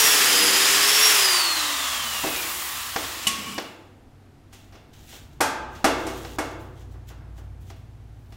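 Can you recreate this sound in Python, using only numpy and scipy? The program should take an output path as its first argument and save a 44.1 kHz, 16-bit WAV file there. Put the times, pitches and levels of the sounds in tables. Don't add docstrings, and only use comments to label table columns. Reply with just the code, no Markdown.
import sys
import numpy as np
from scipy import signal
from scipy.fft import rfft, irfft
from scipy.io import wavfile
from scipy.ndimage import uniform_filter1d

SR = 44100
rng = np.random.default_rng(int(sys.argv[2]) if len(sys.argv) > 2 else 0)


def bounce(signal):
    frames = np.transpose(np.atleast_2d(signal))
    limited = np.clip(frames, -1, 1)
    pcm = np.round(limited * 32767).astype(np.int16)
    wavfile.write(sys.argv[1], SR, pcm)


def magnitude_from_level(level_db):
    exponent = np.asarray(level_db, float) / 20
    return 10 ** exponent


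N = 368676
TRIGGER_OFF = 1.1

# frequency in Hz, level in dB per Hz.
AIR_SPECTRUM = [(5000, -26), (8000, -4.5), (12000, -3), (16000, -0.5)]


def evened(x):
    return x / np.sqrt(np.mean(x ** 2) + 1e-20)


def read(points, hz):
    f, value = np.transpose(points)
    return np.interp(np.log(hz + 1), np.log(f + 1), value)


def curves(rows, fade=.05):
    s, *columns = np.transpose(rows)
    t = np.arange(N) / SR
    since_start = t - s[0] + (s[0] < fade)
    until_end = s[-1] - t + (s[-1] > N / SR - fade)
    gate = np.clip(np.minimum(since_start, until_end) / fade, 0, 1)
    return [np.interp(t, s, c) for c in columns] + [gate]


def coloured(x, spectrum):
    gain = magnitude_from_level(read(spectrum, np.fft.rfftfreq(len(x), 1 / SR)))
    return evened(irfft(rfft(x) * gain, len(x)))


def noise():
    return rng.standard_normal(N)


def wander(size):
    return evened(uniform_filter1d(uniform_filter1d(noise(), size), size))


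def resonate(x, modes):
    total = 0
    for hz, width, db in modes:
        b, a = signal.iirpeak(hz, hz / width, SR)
        total = total + magnitude_from_level(db) * evened(signal.lfilter(b, a, x))
    return evened(total)


def ring(modes, shorten):
    t = np.arange(SR // 3) / SR
    return sum(magnitude_from_level(db - 60 * t / (shorten * min(t60, .9))) * np.sin(2 * np.pi * hz * t)
               for hz, db, t60 in modes)


def shop(x, early_db=5, early_s=0.035):
    # frequency in Hz, t60 in s.
    decay = [(200, 1.6), (530, 1.1), (1390, 0.96), (3680, 0.68), (9700, 0.36)]
    taps = np.zeros(SR)
    at = np.arange(200, SR - 20, 20)
    taps[at + rng.integers(0, 20, len(at))] = rng.choice([-1., 1.], len(at))
    hz, t, z = signal.stft(taps, SR, nperseg=256)
    near_walls_db = early_db * np.exp(-t / early_s)
    z = z * magnitude_from_level(-60 * t / read(decay, hz)[:, None] + near_walls_db)
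    tail = signal.istft(z, SR, nperseg=256)[1]
    return signal.fftconvolve(x, tail / np.linalg.norm(tail))[:N]


def background():
    # time in s, level in dB.
    rumble_levels = [(0.0, -50.5), (0.5, -51), (1.3, -56.5), (2.2, -50), (3.8, -56), (5.1, -48.5),
                     (5.95, -40), (7.5, -37), (8.36, -43.5)]
    # frequency in Hz, width in Hz, level in dB.
    room_modes = [(57, 42, 5.5), (98, 52, 0.5), (131, 8.3, -2), (40, 59, -9), (75, 42, -10.5)]
    # frequency in Hz, level in dB.
    fan_hum = [(58, 1), (93, -1)]
    # time in s, rise in dB.
    bumps = [
        (2.3, 6),
        (3.05, 11),
        (5.47, 3),
    ]
    # frequency in Hz, level in dB per Hz.
    hiss_spectrum = [(82, -34), (140, -1), (171, -14.5), (230, 0.5), (572, -14.5), (726, -10),
                     (1060, -18.5), (1190, -18), (14500, -39.5), (16000, -47)]
    hiss_db, bump_s = -56, 0.04
    hum_on_s, hum_before = 5.6, 0.21
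    t = np.arange(N) / SR
    rumble_db, _ = curves(rumble_levels)
    rumble_db = rumble_db + sum(db * np.exp(-((t - s) / bump_s) ** 2) for s, db in bumps)
    hum = 0
    for hz, db in fan_hum:
        level = magnitude_from_level(db + 1.5 * wander(size=6000))
        hum = hum + level * np.sin(2 * np.pi * hz * t + .5 * wander(size=9000))
    share = hum_before + (.92 - hum_before) * np.clip((t - hum_on_s) / .3, 0, 1)
    boom = resonate(resonate(noise(), room_modes), room_modes)
    rumble = np.sqrt(1 - share ** 2) * boom + share * evened(hum)
    return magnitude_from_level(rumble_db - 3.0) * rumble + magnitude_from_level(hiss_db) * coloured(noise(), hiss_spectrum)


def drones():
    # start in s, end in s, first frequency in Hz, last frequency in Hz, level in dB.
    motors = [
        (1.2, 3.6, 70, 70, -54),
        (2.7, 5.6, 97, 97, -56),
        (5.6, 8.6, 128, 107, -50),
    ]
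    t, out = np.arange(N) / SR, 0
    for start, end, first, last, db in motors:
        swell = np.clip(np.minimum(t - start, end - t) / .3, 0, 1)
        level = swell * magnitude_from_level(db + 3 + 2.5 * wander(size=4000))
        hz = np.interp(t, [start, end], [first, last])
        out = out + level * np.sin(2 * np.pi * np.cumsum(hz) / SR)
    return out


def rubs():
    # frequency in Hz, level in dB per Hz.
    scrape_spectrum = [(500, -33), (1500, -3), (2500, -3.5), (3100, 2), (3600, 0.5), (4600, -5),
                       (6800, -2.5), (10000, -13.5)]
    # loudest moment in s, swell in s, fade in s, fizz in dB, scrape over it in dB.
    strokes = [(3.236, .02, .02, -50, 14), (4.528, .018, .29, -63, 7), (4.74, .035, .14, -66, -6),
               (4.935, .01, .3, -64.5, 9.5), (5.07, .14, .3, -59, -12), (5.148, 0.15, .13, -53, 7.5),
               (5.334, .03, .055, -68, 6), (5.748, .075, .3, -63, 9.5), (5.99, .05, .6, -58, 11),
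               (6.09, .03, .3, -61, 14), (6.16, .015, 1.2, -53, 3), (6.47, .1, .025, -61, 11),
               (6.516, .05, .075, -65, 12), (6.606, .03, .12, -58.5, 2.5), (6.812, .12, .085, -72.5, 15.5),
               (6.922, .04, .07, -66, 3), (7.09, .025, .04, -53.5, 5), (7.38, .03, .055, -61, 4.5),
               (7.448, .04, .065, -73, -2), (7.612, .012, .1, -63.5, 0), (7.706, .07, .025, -57.5, 3.5),
               (7.764, .013, .11, -67, 1), (8.36, .3, .1, -66, -4)]
    stroke_db = 20
    seated_s = 6.365
    grains = noise() * magnitude_from_level(2.6 * wander(size=60))
    fizz, scrape = coloured(grains, AIR_SPECTRUM), coloured(grains[::-1], scrape_spectrum)
    t = np.arange(0, N / SR, .002)
    s, swell, fade, fizz_db, scrape_db = np.transpose(strokes)[:, :, None]
    distance = np.maximum((s - t) / abs(swell), (t - s) / abs(fade))
    pressure = magnitude_from_level(fizz_db - stroke_db * distance)
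    pressure *= (s > seated_s) | (t < seated_s)
    bright = np.interp(np.arange(N) / SR, t, np.linalg.norm(pressure, axis=0))
    dull = np.interp(np.arange(N) / SR, t, np.linalg.norm(pressure * magnitude_from_level(scrape_db), axis=0))
    dry = bright * fizz + dull * scrape
    return dry + .4 * shop(dry)


def blows():
    # weight under 1.8 kHz in dB, crack to 6 kHz in dB, tick above in dB.
    hits = [(2.238, -17, -25, -35.5, -50), (2.268, -20, -32.5, -30.5, -55), (2.359, -20, -43.5, -28, -36),
            (2.96, -13.5, -28, -28, -46.5), (3.27, -6, -41.5, -19, -18.5), (3.307, -31, -39.5, -33, -33),
            (3.58, -16, -30, -29.5, -55.5), (4.527, -41, -50.5, -45, -45.5), (4.723, -43, -48, -49, -61),
            (4.751, -41, -50, -50, -64), (5.085, -48, -57, -44.5, -45), (5.127, -43, -46.5, -58, -65),
            (5.405, -8.5, -15, -17, -17), (5.748, -56, -46.5, -43.5, -51), (5.843, -4.5, -13, -17, -20),
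            (6.064, -21.5, -32.5, -32.5, -33), (6.248, -29, -42, -40.5, -64),
            (6.385, -15.5, -22.5, -28.5, -30), (6.939, -50, -50, -62, -71), (7.098, -49, -44, -50, -58.5),
            (7.207, -46, -52.5, -67.5, -79), (7.376, -54, -48, -57, -61), (7.701, -35, -49.5, -48.5, -59),
            (8.322, -41, -53.5, -49.5, -57)]
    # frequency in Hz, level in dB, t60 in s.
    board_modes = [(321, 7, 5.0), (493, -6.5, 0.41), (785, 9.5, 5.0), (1000, 10, 0.2), (1078, -12.5, 0.18),
                   (1308, -14, 0.3), (1798, -32, 5.0), (2132, -15, 0.28)]
    # low edge in Hz, high edge in Hz.
    bands = [(230, 600), (600, 1750), (1750, 6000), (6000, 15300)]
    rattle_s = [0.0075, 0.005, 0.0037, 0.0087]
    fuller = [4, 4, 1, 1.5]
    thud_db = -4.5
    direct, push, t = np.zeros(N + SR), np.zeros(N + SR), np.arange(SR // 8) / SR
    rise = 1.1 - np.exp(-t / .003)
    board = ring(board_modes, shorten=0.11)[:len(t)]
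    soft = signal.butter(2, 9500, fs=SR, output="sos")
    filters = [np.vstack([signal.butter(3, edges, "band", fs=SR, output="sos"), soft]) for edges in bands]
    for s, peak_db, body_db, crack_db, tick_db in hits:
        at = slice(round(s * SR), round(s * SR) + len(t))
        chance = rng.random((2, len(t)))
        clicks = (chance[0] < 1200 / SR) * np.sign(chance[1] - .5) + 0.093 * (chance[1] - .5)
        levels_db = [body_db + thud_db, body_db, crack_db, tick_db]
        blow = magnitude_from_level(levels_db[0] - 27.0) * board
        for db, fuller_db, band, length in zip(levels_db, fuller, filters, rattle_s):
            rattle = signal.sosfilt(band, clicks * np.exp(-t / length) * rise)
            blow += magnitude_from_level(db + fuller_db) * rattle / np.linalg.norm(rattle)
            impulse = signal.sosfilt(band, signal.unit_impulse(len(t)))
            push[at] += magnitude_from_level(db + 23.5) * impulse / np.linalg.norm(impulse)
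        direct[at] += magnitude_from_level(peak_db) * blow / abs(blow).max()
    return direct[:N], push[:N]


def struck_metal():
    # frequency in Hz, level in dB, t60 in s.
    table_modes = [(214, -8.5, 0.25), (1105, -8, 0.93), (1106, -16, 0.6), (2940, 10, 0.1), (4920, -13, .12),
                   (6400, -4.5, 0.12), (7400, -10.5, 0.26), (8820, -6, .1)]
    # time in s, level in dB.
    table_hit = (3.269, -22)
    # frequency in Hz, level in dB, t60 in s.
    jig_modes = [(662, 0, .4), (2190, -7, .45), (385, 0, .3), (310, 2, .3)]
    # time in s, level in dB.
    jig_hits = [(2.245, -33), (2.27, -33), (2.965, -38), (5.848, -26), (6.066, -33.5), (6.388, -27.5),
                (4.74, -56), (6.525, -45), (7.715, -54.5)]
    table, jig = ring(table_modes, shorten=0.75), ring(jig_modes, shorten=0.79)
    out = np.zeros(N + SR)
    for body, (s, db) in [(table, table_hit)] + [(jig, hit) for hit in jig_hits]:
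        out[round(s * SR):][:len(body)] += magnitude_from_level(db) * body
    return out[:N]


def struck_room(push):
    # frequency in Hz, width in Hz, level in dB.
    wood_modes = [(321, 52, 5.5), (380, 35, 2), (484, 51, 4), (660, 27, 1.5), (853, 140, 5),
                  (1165, 50.7, -2.5), (2182, 65, -2.5), (2743, 250, 5), (3400, 140, -1.5)]
    # frequency in Hz, width in Hz, level in dB.
    clamp_modes = [(880, 75, 4.5), (1220, 79, -1), (1573, 45, -1.5), (2080, 23, -18), (2460, 140, -7.5),
                   (3260, 54, -12)]
    clamp_opens = (5.39, 5.42)
    first, last = (round(s * SR) for s in clamp_opens)
    clamp = np.zeros(N)
    clamp[first:last] = push[first:last]
    ringing = 0
    for x, modes in [(push - clamp, wood_modes), (clamp, clamp_modes)]:
        ringing = ringing + .8 * x + .5 * np.std(x) * resonate(x, modes)
    return shop(ringing)


def rocking():
    # time in s, level in dB.
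    hum_levels = [(3.2, -64), (3.3, -44.5), (3.45, -36), (3.58, -40.5), (3.75, -52)]
    # frequency in Hz, width in Hz, level in dB.
    top_modes = [(225, 50, 0), (1110, 14, -6), (2330, 60, -8), (2910, 40, -3)]
    level_db, lying = curves(hum_levels)
    return lying * magnitude_from_level(level_db) * resonate(noise(), top_modes)


def knocks():
    direct, push = blows()
    return direct + struck_metal() + struck_room(push) + rocking()


def speed():
    # time in s, armature turns per s.
    loaded = [(0, 443.6), (.12, 426), (.3, 389.5), (.45, 383.5), (.6, 387.5), (.83, 406), (1.02, 429.5),
              (1.09, 429.5), (1.2, 395.8)]
    friction, air_drag = 105, 8.6e-4
    t, (s, turns) = np.arange(N) / SR, np.transpose(loaded)
    even = np.sqrt(friction / air_drag)
    angle = np.arctan(turns[-1] / even) - air_drag * even * (t - s[-1])
    coast = even * np.tan(np.maximum(angle, .01))
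    return np.where(t < s[-1], np.interp(t, s, turns), coast)


def whine():
    # frequency in Hz, level in dB.
    fan_vents = [(2000, -44), (2800, -38), (3950, -37), (4300, -26), (4600, -22), (4990, -26), (5200, -33),
                 (5600, -24)]
    tones_end = (2.3, 3.2)
    shaft_db, shaft_db_per_decade, slot_db = -37, 65, -35
    octave_below_fan_db, third_below_octave_db, full_sink_db, mesh_db = -6, -13, 26, -31
    t, rate = np.arange(N) / SR, speed()
    gate = np.clip((tones_end[1] - t) / (tones_end[1] - tones_end[0]), 0, 1)
    turns = np.cumsum(uniform_filter1d(rate, size=1500) * (1 + .0008 * wander(size=300))) / SR
    sink_db = full_sink_db * np.clip((t - TRIGGER_OFF - .15) / .6, 0, 1)
    fan_db = read(fan_vents, 13 * rate)
    octave_db = fan_db + octave_below_fan_db - .8 * sink_db
    turning_db = shaft_db + shaft_db_per_decade * np.log10(rate / rate[0])
    orders = [(1, turning_db), (12, slot_db - sink_db), (13, fan_db), (26, octave_db),
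              (39, octave_db + third_below_octave_db)]
    tones = 0
    for order, db in orders:
        tones = tones + np.sqrt(2) * magnitude_from_level(db + 2.6 * wander(size=500)) * np.sin(2 * np.pi * order * turns)
    mesh = np.sin(2 * np.pi * 8 * turns + 1.2 * wander(size=150))
    tones = gate * tones + magnitude_from_level(mesh_db - sink_db + 3 * wander(size=1500)) * mesh
    return 0.95 * tones + 0.3 * shop(tones), turns


def gear_rattle(turns):
    # frequency in Hz, level in dB per Hz.
    powered = [(59, -57.5), (100, -21), (244, -19.5), (302, -8.5), (350, -13), (398, -11), (558, -9.5),
               (1200, -1.5), (3190, -4.5), (4200, -4), (4980, -1), (14700, -10), (16000, -29)]
    # frequency in Hz, level in dB per Hz.
    coasting = [(120, -60), (200, -33.5), (263, -17), (340, -19), (590, -11), (1180, -1.5), (1560, -7),
                (1940, -7.5), (2330, -9.5), (3560, -8), (5520, -7.5), (14600, -15.5), (16000, -12)]
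    # frequency in Hz, width in Hz, level in dB.
    gearbox_modes = [(1140, 260, -4.5), (1290, 40, -16.5), (1908, 330, 0), (2730, 740, 0),
                     (3114, 1300, 3.5), (7140, 920, -2)]
    strong = magnitude_from_level(8.6 * np.minimum(rng.exponential(1, N), 2.8)) * (rng.random(N) < 1500 / SR)
    throb = 1 + 0.067 * np.cos(2 * np.pi * turns)
    teeth = noise() * throb + 0.13 * evened(strong * np.sign(noise()))
    teeth = evened(teeth * magnitude_from_level(0.5 * wander(size=500)))
    free = np.clip((np.arange(N) / SR - TRIGGER_OFF) / 0.36, 0, 1)
    rattle = np.sqrt(1 - free) * coloured(teeth, powered)
    rattle += np.sqrt(free) * coloured(teeth[::-1], coasting)
    return evened(rattle + .5 * resonate(rattle, gearbox_modes))


def brush_hops():
    # time in s, level in dB.
    ticks = [(3.0182, -36), (3.1868, -52), (3.2297, -60), (3.2681, -39), (3.3559, -40), (3.3943, -33),
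             (3.4143, -43), (3.4327, -34), (3.4596, -39), (3.4851, -43), (3.513, -45), (3.544, -28),
             (3.5807, -28), (3.5988, -29), (3.6238, -31), (3.6787, -34)]
    hops = np.zeros(N)
    for s, db in ticks:
        hops[round(s * SR)] = magnitude_from_level(db - 2)
    return signal.lfilter([1], [1, -.99], hops)


def boring():
    # time in s, level in dB.
    cutting_levels = [(0, -40), (.2, -38), (.5, -34), (.75, -40), (1.2, -53.5)]
    # frequency in Hz, width in Hz, level in dB.
    shaken_modes = [(209, 8, -5), (275, 8, -6), (307, 7, 0), (345, 8, -7), (479, 16, 3)]
    level_db, cutting = curves(cutting_levels)
    return cutting * magnitude_from_level(level_db) * resonate(noise(), shaken_modes)


def near_table(x):
    # time in s, delay in ms, share of the direct sound.
    table_echo = [(0, 1.06, 0.098), (1.2, 2.1, 0.036), (2.2, 1.7, 0.16), (2.5, 1.06, 0.068),
                  (3.25, .35, 0.15), (3.95, 0.44, 0.27)]
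    delay_ms, share, _ = curves(table_echo)
    echo = np.interp(np.arange(N) - delay_ms * SR / 1000, np.arange(N), x)
    return (x + share * echo) / np.sqrt(1 + share ** 2)


def drill():
    # time in s, gear rattle in dB, cooling air in dB (loud when the vents face the microphone).
    drill_levels = [(0.0, -18, -14), (0.53, -19.5, -28), (1.15, -18.3, -18), (1.5, -24, -50.5),
                    (2.29, -29.5, -25.5), (2.56, -31.5, -25), (3.23, -34, -37), (3.53, -37.5, -68.5)]
    rattle_db, air_db, _ = curves(drill_levels)
    gate = magnitude_from_level(-92 * np.maximum(np.arange(N) / SR - drill_levels[-1][0], 0))
    tones, turns = whine()
    air = (magnitude_from_level(air_db - 6) + brush_hops()) * coloured(noise(), AIR_SPECTRUM)
    body = magnitude_from_level(rattle_db + 0.5) * gear_rattle(turns) + air
    return tones + gate * near_table(body) + boring()


def scene():
    mono = background() + drones() + rubs() + knocks() + drill()
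    return np.array([mono, mono])


def low_pass(x):
    return signal.sosfilt(signal.butter(12, 16510, fs=SR, output="sos"), x)


def record(dry):
    lowpass = signal.firwin(511, 15830, window=("kaiser", 9), fs=SR)
    limited = signal.oaconvolve(dry, lowpass[None], "same")
    return low_pass(limited)


dry = scene()
out = record(dry)
bounce(out)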